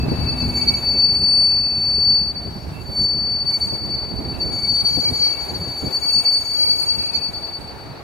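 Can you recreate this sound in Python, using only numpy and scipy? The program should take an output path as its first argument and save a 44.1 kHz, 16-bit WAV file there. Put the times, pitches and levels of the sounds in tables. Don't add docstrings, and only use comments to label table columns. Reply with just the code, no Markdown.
import sys
import numpy as np
from scipy import signal
from scipy.fft import rfft, irfft, next_fast_len
from scipy.io import wavfile
from scipy.ndimage import uniform_filter1d

SR = 44100
rng = np.random.default_rng(int(sys.argv[2]) if len(sys.argv) > 2 else 0)


def put_to_file(sound):
    columns = np.atleast_2d(sound).T
    safe = np.clip(columns, -1, 1)
    whole_steps = np.round(safe * 32767)
    wavfile.write(sys.argv[1], SR, whole_steps.astype(np.int16))


N = 354117
TIME = np.arange(N) / SR

# t/s, relative level/dB
FLANGE_RUBBING = [(0, -60), (0.7, -53), (1.35, -57.5), (1.7, -59), (2.05, -58), (2.4, -63), (2.88, -61),
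                  (3.0, -56.5), (3.15, -62.5), (3.42, -62.5), (3.58, -54), (4.0, -62.0), (4.3, -60.5),
                  (5.05, -51.5), (5.65, -56), (6.2, -50.5), (6.5, -52), (6.85, -53.5), (7.4, -58.0),
                  (8.03, -67.5)]
# f/Hz, coherence (0-1)
EAR_COHERENCE = [(50, 0.1), (300, 0.46), (700, 0.76), (1400, 0), (3000, 0.18), (7000, 0.19), (15000, 0.6)]


def squeal():
    # t/s, relative level/dB
    first_bout = [(0, -39), (0.23, -35), (0.28, -25.5), (0.8, -37.5), (1.0, -22.5), (1.45, -19),
                  (1.72, -25), (2.15, -20), (2.4, -34.5), (2.68, -50), (2.89, -41)]
    second_bout = [(2.97, -27), (3.6, -25), (3.8, -32), (4.0, -34.5), (4.12, -36), (4.37, -34.5)]
    third_bout = [(4.42, -32.5), (4.72, -22), (5.33, -28.5), (5.44, -34), (5.88, -32.5), (5.95, -28.5),
                  (6.38, -20.5), (6.48, -29), (6.65, -18.5), (7.28, -30), (7.58, -34.5), (7.66, -41),
                  (8.03, -54.5)]
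    # t/s, roughness (0-1)
    slip_roughness = [(0, 1), (.6, 0.7), (.85, 0.48), (1.05, 0.26), (1.45, 0.13), (2.2, 0.26), (2.45, 0.61),
                      (2.85, 0.6), (3.0, 0.19), (3.35, 0.23), (3.6, 0.54), (4.2, 0.49), (4.85, 0.4),
                      (5.3, 0.53), (6.3, 0.38), (6.8, 0.59), (7.5, 0.55)]
    # t/s, lead of the left ear/rad
    ear_phase = [(0, 2.5), (.7, -.5), (1.15, 1.32), (1.27, 0.65), (1.9, 0.73), (3.0, 0.46), (3.6, 0.8),
                 (4.2, 0.56), (4.55, 0), (4.85, -1), (5.2, -2), (5.8, -0.5), (6.05, 2), (6.4, 1.3),
                 (6.65, 3.5), (7.3, 1.55), (8.03, -0.5)]
    mode_hz, wobble_hz, ceiling_db = 4522, 2.2, -13
    level_db, = curves(first_bout + second_bout + third_bout)
    rubbing_db, = curves(FLANGE_RUBBING)
    rough, = curves(slip_roughness)
    lead, = curves(ear_phase)
    flare_db, octave_db, half_db, fifth_db = flange_bites()

    def growth(db, per_level, per_rubbing, per_rough):
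        change_db = per_level * (level_db + 24) + per_rubbing * (rubbing_db + 57)
        return amp(db + change_db + per_rough * (rough - .5))

    octave = growth(octave_db - 51.5, per_level=.66, per_rubbing=1.16, per_rough=-2)
    half = growth(half_db - 53.5, per_level=.28, per_rubbing=.97, per_rough=7)
    fifth = growth(fifth_db - 60, per_level=-.2, per_rubbing=2.64, per_rough=.5)

    turns = np.cumsum(mode_hz + wobble_hz * flutter(2.18, steep=1.46).real) / SR
    lead = lead + .7 * rough * flutter(4, steep=3).real
    ear_turns = turns + np.array([[.5], [-.5]]) * lead / (2 * np.pi)
    tone_rough = np.minimum(rough * 1.1, .8)
    tone = partial(ear_turns, tone_rough, width_hz=18, scatter=.75, steep=2.3, cap=.5, window=4000)
    swing_db = np.minimum(level_db + 5 + flare_db, ceiling_db) + grip_loss(rough)
    fundamental = amp(swing_db) * tone * panned(4.5)

    second = partial(2 * turns, rough * 2, width_hz=18, scatter=.5, steep=1.4)
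    third = partial(3 * turns, rough * 2, width_hz=16, scatter=.4, steep=1.6)
    harmonics = octave * (second + amp(-7) * rough * third) * panned(1.8)

    sputter = amp(2.2 * flutter(22, steep=3).real)
    odd = half * sputter * partial(turns / 2, .92, width_hz=11, scatter=.3, steep=1.25, window=12000)
    odd += fifth * partial(1.5 * turns, .92, width_hz=11, scatter=.5, steep=1.4) * panned(3)
    odd += fifth * amp(-10.5) * partial(2.5 * turns, .95, width_hz=14, scatter=.4, steep=1.6)
    return fundamental + harmonics + odd


def partial(turns, rough, width_hz, scatter, steep, cap=0, window=9000):
    rough = np.clip(rough, 0, 1)
    direct = np.sqrt(1 - rough ** 2) + rough * flutter(width_hz, steep)
    echoes = np.array([flutter(width_hz * 1.45, steep) for ear in range(2)])
    envelope = direct + scatter * rough * echoes
    envelope /= np.sqrt(1 + abs(cap * envelope) ** 2)
    power = uniform_filter1d((abs(envelope) ** 2).mean(0), window)
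    envelope /= np.sqrt(power + 1e-3)
    return np.sqrt(2) * (envelope * np.exp(2j * np.pi * turns)).real


def flange_bites():
    # t/s, half width/s, level change/dB at 1, 2, 1/2 and 3/2 times the squeal frequency
    bites = [(0.588, 0.031, 5, 10, 10, 8), (0.686, 0.038, 4, 0, 0, 5), (0.722, .13, 13, 6, 12, -3.5),
             (0.893, 0.026, 9, -14, 4, -3), (1.023, 0.045, 6, -10, 0, -16),
             (1.373, .11, 1, 10.5, -0.5, -1.5), (2.118, 0.04, 13, -5, -6, -6),
             (3.042, 0.074, 5.5, 6.5, 2, 10), (3.523, 0.033, 4.5, 3, 5, 8), (3.622, 0.017, 3.5, 1, 3, -6),
             (3.971, 0.05, 8.5, -3, 9.5, 0), (4.425, 0.036, 5.5, 10, 0, 12),
             (4.577, 0.072, -2.5, 3, 12, 11), (4.847, 0.026, 11, 3, 3, 0), (5.075, 0.039, 6, -8, 11.5, -4),
             (5.25, 0.063, 8, -3, 8.5, 0), (5.377, 0.032, 3.5, -3, 13.5, -6), (5.957, 0.015, 6, 2, 2, 3),
             (6.14, 0.062, 6, 8, -1, -2), (6.278, 0.019, 7, -1, 6, -11), (6.386, .025, 3.5, 2.5, -10, -6),
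             (6.818, 0.04, 3, 6, 0, 8), (6.877, 0.013, 7, 3, 1, 1), (7.159, 0.021, 8, 2, 6, 8),
             (7.253, 0.041, 2.5, -2, 0, -2)]
    return sum(np.outer(lifts, np.exp(-((TIME - t) / width) ** 2)) for t, width, *lifts in bites)


def grip_loss(rough):
    # t/s, depth/dB
    grip_breaks = [(0.654, 9.5), (.8, 8), (1.19, 7), (2.335, 14), (3.447, 13), (3.593, 25), (4.38, 18),
                   (4.836, 19), (5.119, 14), (5.9, 7), (6.007, 10), (6.238, 12), (6.44, 15), (6.776, 15),
                   (6.852, 14), (6.974, 11), (7.126, 8), (7.319, 24), (7.404, 11)]
    breaks_db = sum(db * notch(t, fall_s=.014, rise_s=.014) for t, db in grip_breaks)
    rough_threshold, mean_stutter_db = .3, 8
    stutters_per_s = 17 * (rough - rough_threshold)
    chance, depth = rng.random((2, N))
    stutters = (chance < stutters_per_s / SR) * (.5 + depth)
    dip = notch(.018, fall_s=.006, rise_s=.016)[:SR // 10]
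    return -breaks_db - mean_stutter_db * signal.oaconvolve(stutters, dip)[:N]


def flange_scrape():
    # f/Hz, bandwidth/Hz, relative level/dB
    lower_modes = [(2195, 40, 7), (2300, 110, 7), (2660, 90, 4), (3461, 12, 7), (4380, 120, 11),
                   (4667, 16, 19), (4786, 16, 13), (5227, 50, 7), (5680, 150, 3), (5949, 25, 8),
                   (7340, 100, 5), (7754, 40, 10), (7966, 16, 11)]
    upper_modes = [(8740, 130, 7), (8880, 60, 9), (9200, 160, 5), (9482, 40, 8), (9820, 170, 6),
                   (10600, 120, 1), (11170, 200, 4), (11780, 130, 5), (12258, 25, 5), (12520, 200, 0),
                   (13400, 110, 6), (14680, 200, -1)]
    # f/Hz, relative level/dB
    friction_spectrum = [(1500, -21), (2500, 2), (4500, -1), (6200, -0.5), (8000, -2.5), (10500, -8),
                         (13000, -3), (16000, -12)]

    def colour(hz):
        peaks = sum(amp(db) ** 2 / (1 + (2 * (hz - f) / width) ** 2)
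                    for f, width, db in lower_modes + upper_modes)
        return np.sqrt(peaks + amp(spectrum(friction_spectrum, hz)) ** 2)

    level_db, = curves(FLANGE_RUBBING)
    scrape = noise(colour, lambda hz: spectrum(EAR_COHERENCE, hz))
    frames = signal.stft(scrape, nperseg=2048)[2]
    patches = uniform_filter1d(rng.standard_normal(frames.shape[1:]), size=3, axis=0)
    patches = unit_rms(uniform_filter1d(patches, size=7, axis=1))
    ringing = unit_rms(signal.istft(frames * amp(5 * patches), nperseg=2048)[1][:, :N])
    chatter_db = 2.1 * flutter(18).real
    return amp(level_db + 6.5 + chatter_db) * ringing * panned(1.8)


def other_wheels():
    rings = [(-.5, 1.2, 2615, 0, 8, -46), (.9, 2.3, 2616, 0, 9, -51), (1.45, 2.0, 2491, 0, 6, -56),
             (2.5, 2.74, 5300, 0, 350, -57), (2.73, 2.83, 2665, 30, 16, -48),
             (4.31, 4.45, 2660, 20, 18, -50), (5.26, 5.4, 2700, 20, 22, -50),
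             (6.06, 6.32, 2680, 10, 16, -49), (6.77, 7.3, 2700, 0, 40, -53), (6.98, 7.34, 2491, 0, 6, -51),
             (.2, 2.4, 3983, 0, 5, -58), (4.4, 7.4, 3980, 0, 5, -62), (3.3, 8.6, 4044, 0, 8, -61),
             (5.6, 6.9, 13092, 0, 4, -63)]
    out = np.zeros((2, N))
    for start, end, hz, glide_hz, width_hz, db in rings:
        on = (TIME > start) & (TIME < end)
        progress = (TIME[on] - start) / (end - start)
        carrier = np.exp(2j * np.pi * np.cumsum(hz + glide_hz * (progress - .5)) / SR)
        shared, left, right = (flutter(width_hz)[on] for _ in range(3))
        envelope = unit_rms(shared + 1.4 * np.array([left, right]))
        swell = np.sqrt(2 * np.sin(np.pi * progress))
        out[:, on] += amp(db + 2.5) * swell * (envelope * carrier).real
    return out


def wagons():
    # t/s, relative level/dB
    rolling_level = [(0.0, -37.5), (0.02, -41.5), (0.13, -37.5), (1.45, -44.5), (3.13, -44.5), (4.61, -42),
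                     (4.7, -44), (5.48, -40.5), (6.84, -44), (8.03, -42)]
    # f/Hz, relative level/dB
    rolling_spectrum = [(20, -16), (45, -39), (70, -22), (130, -8), (220, -1), (350, 6.5), (550, 3),
                        (850, 4.5), (1080, -1.5), (1300, -2), (1900, -7), (2500, -8), (3200, -18),
                        (4200, -8.5), (6000, -23.5), (16000, -62)]
    # f/Hz, left minus right level/dB
    balance = [(40, -24), (200, -19.5), (270, -1.5), (340, 10.5), (600, 3.5), (850, 1), (1100, 1),
               (2000, 1), (16000, -3)]
    # f/Hz, relative level/dB
    hiss_spectrum = [(500, -4), (3000, 1.5), (5200, -8), (7000, -5), (16000, -8)]
    level_db, = curves(rolling_level)
    rumble = noise(lambda hz: amp(spectrum(rolling_spectrum, hz)) * panned(spectrum(balance, hz)),
                   lambda hz: spectrum(EAR_COHERENCE, hz), lag_s=.00006)
    hiss = noise(lambda hz: amp(spectrum(hiss_spectrum, hz)), coherence=lambda hz: .7)
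    sway_db = 1.6 * flutter(14).real
    return amp(level_db + 4.5 + sway_db) * rumble + amp(-59) * hiss


def wind():
    # t/s, left, right level/dB
    breeze_level = [(0, -22, -22), (.5, -26.5, -28), (.9, -40.5, -27), (1.6, -32.5, -34), (2.5, -33, -31),
                    (3.2, -55, -28.5), (3.5, -48, -28.5), (4.5, -59, -28.5), (5.4, -59, -35.5),
                    (6.4, -62, -36.5), (8.03, -46, -35.5)]
    # f/Hz, relative level/dB
    buffet_spectrum = [(15, -44), (30, -24.5), (48, -16), (64, 3.5), (85, -2), (120, -2.5), (180, -7),
                       (260, -14), (400, -23.5), (800, -57.5), (3000, -65.5)]
    eddy_spectrum = [(30, -18), (100, -7), (200, 2.5), (350, 0), (550, -7), (800, -15), (1500, -34.5),
                     (5000, -64.5)]
    # t/s, half width/s, relative buffet and eddy level/dB, eddy left minus right level/dB
    gusts = [(0.058, 0.016, -37, -26, 6), (0.13, 0.0067, -26, -19.5, 7), (0.25, 0.053, -23, -47, 0),
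             (0.475, 0.042, -24, -53, 0), (.74, 0.036, -28, -39, 6), (0.96, 0.014, -48, -27, 6),
             (1.217, 0.017, -29, -40, 2), (2.222, 0.01, -27.5, -59, -2), (2.473, 0.032, -31, -36, 7),
             (2.71, 0.019, -28.5, -54, 2), (2.925, 0.034, -42, -32.5, 7), (3.03, 0.018, -26, -34, 3),
             (3.178, 0.02, -29, -38, 3), (3.733, 0.0086, -27, -24, 42), (3.887, 0.064, -48, -33, 6),
             (4.123, 0.023, -46, -29.5, -2), (4.207, 0.015, -42, -27, 4), (4.282, 0.033, -31.5, -33.5, 5),
             (4.47, 0.073, -50, -30, 2), (4.697, 0.038, -38, -36.5, 8), (4.983, 0.01, -27, -19.5, 2),
             (5.111, 0.018, -28, -28.5, 2), (5.225, 0.0097, -31, -44, 4), (5.527, 0.02, -37, -27.5, -8),
             (5.625, 0.049, -26, -44, 8), (5.839, 0.0087, -28, -22, -2), (5.872, 0.01, -31, -22, -1),
             (6.183, 0.018, -31, -44, -4), (6.684, 0.0089, -33, -29, -18), (6.981, 0.0099, -30, -39, 8),
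             (7.17, 0.02, -36, -42, 9), (7.623, 0.018, -35, -50, 0), (7.89, 0.023, -33, -52, 0)]
    linger_s = .0062
    left_db, right_db = curves(breeze_level)
    waver_db = .5 * flutter(4, steep=3.1).real
    breeze = amp([left_db + waver_db, right_db])
    lumps_db = 3.5 * flutter(34).real
    buffet_power = breeze ** 2
    eddy_gain = breeze * amp(-14 + 1.93 * lumps_db)
    for t, width, buffet_db, eddy_db, side_db in gusts:
        buffet_power += amp(buffet_db) ** 2 * np.exp(-((TIME - t) / (width + linger_s)) ** 2)
        eddy_gain += amp(eddy_db - 2.7) * panned(side_db) * np.exp(-.5 * ((TIME - t) / width) ** 2)
    buffet = noise(lambda hz: amp(spectrum(buffet_spectrum, hz)), coherence=lambda hz: .77)
    eddies = noise(lambda hz: amp(spectrum(eddy_spectrum, hz)), coherence=lambda hz: .39)
    return np.sqrt(buffet_power) * amp(lumps_db - 1.23) * buffet + eddy_gain * eddies


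def car_engine():
    # t/s, firing f/Hz, relative level/dB
    firing = [(0, 63, -37), (.3, 63, -32), (.5, 62, -28), (.7, 61, -31), (.85, 61, -39), (1.2, 63, -38),
              (1.5, 63, -46), (2.5, 64, -50), (8.03, 64, -60)]
    # multiple of the firing rate, relative level/dB
    orders = [(1, 0), (2, -5), (3, -9), (4, 2), (5, -15), (6, -11)]
    firing_hz, level_db = curves(firing)
    turns = np.cumsum(firing_hz) / SR
    hum = np.zeros(N)
    for order, db in orders:
        waver = 1 + .28 * flutter(4)
        hum += amp(db) * (waver * np.exp(2j * np.pi * (order * turns + rng.random()))).real
    return amp(level_db - 3.7) * hum


def flutter(width_hz, steep=1.23, size=16384):
    hz = np.fft.fftfreq(size, TIME[-1] / size)
    real, imag = rng.standard_normal((2, size))
    envelope = np.fft.ifft((real + 1j * imag) * (1 + (hz / width_hz) ** 2) ** (-steep / 2))
    return np.interp(TIME, np.linspace(0, TIME[-1], size), unit_rms(envelope))


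def noise(colour, coherence, lag_s=0):
    size = next_fast_len(N, True)
    hz = np.fft.rfftfreq(size, 1 / SR)
    left, independent = rfft(rng.standard_normal((2, size)))
    shared = np.clip(coherence(hz), 0, 1)
    right = shared * left * np.exp(-2j * np.pi * hz * lag_s) + np.sqrt(1 - shared ** 2) * independent
    return unit_rms(irfft(np.array([left, right]) * colour(hz), size)[:, :N])


def notch(t, fall_s, rise_s):
    return np.exp(-((TIME - t) / np.where(TIME < t, fall_s, rise_s)) ** 2)


def panned(db):
    pair = amp(np.array([[.5], [-.5]]) * db)
    return pair / np.sqrt(np.mean(pair ** 2, 0))


def curves(rows):
    times, *columns = np.transpose(rows)
    return [np.interp(TIME, times, column) for column in columns]


def spectrum(points, hz):
    f, value = np.transpose(points)
    return np.interp(np.log(hz + 1), np.log(f + 1), value)


def amp(db):
    return 10 ** (np.asarray(db) / 20)


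def unit_rms(x):
    return x / np.sqrt(np.mean(abs(x) ** 2) + 1e-20)


def scene():
    return squeal() + flange_scrape() + other_wheels() + wagons() + wind() + car_engine()


def record(dry):
    cutoff_hz = 15780
    taps = signal.firwin(1023, cutoff_hz, window=("kaiser", 9), fs=SR)
    return signal.oaconvolve(dry, taps[None], "same")


dry = scene()
out = record(dry)
put_to_file(out)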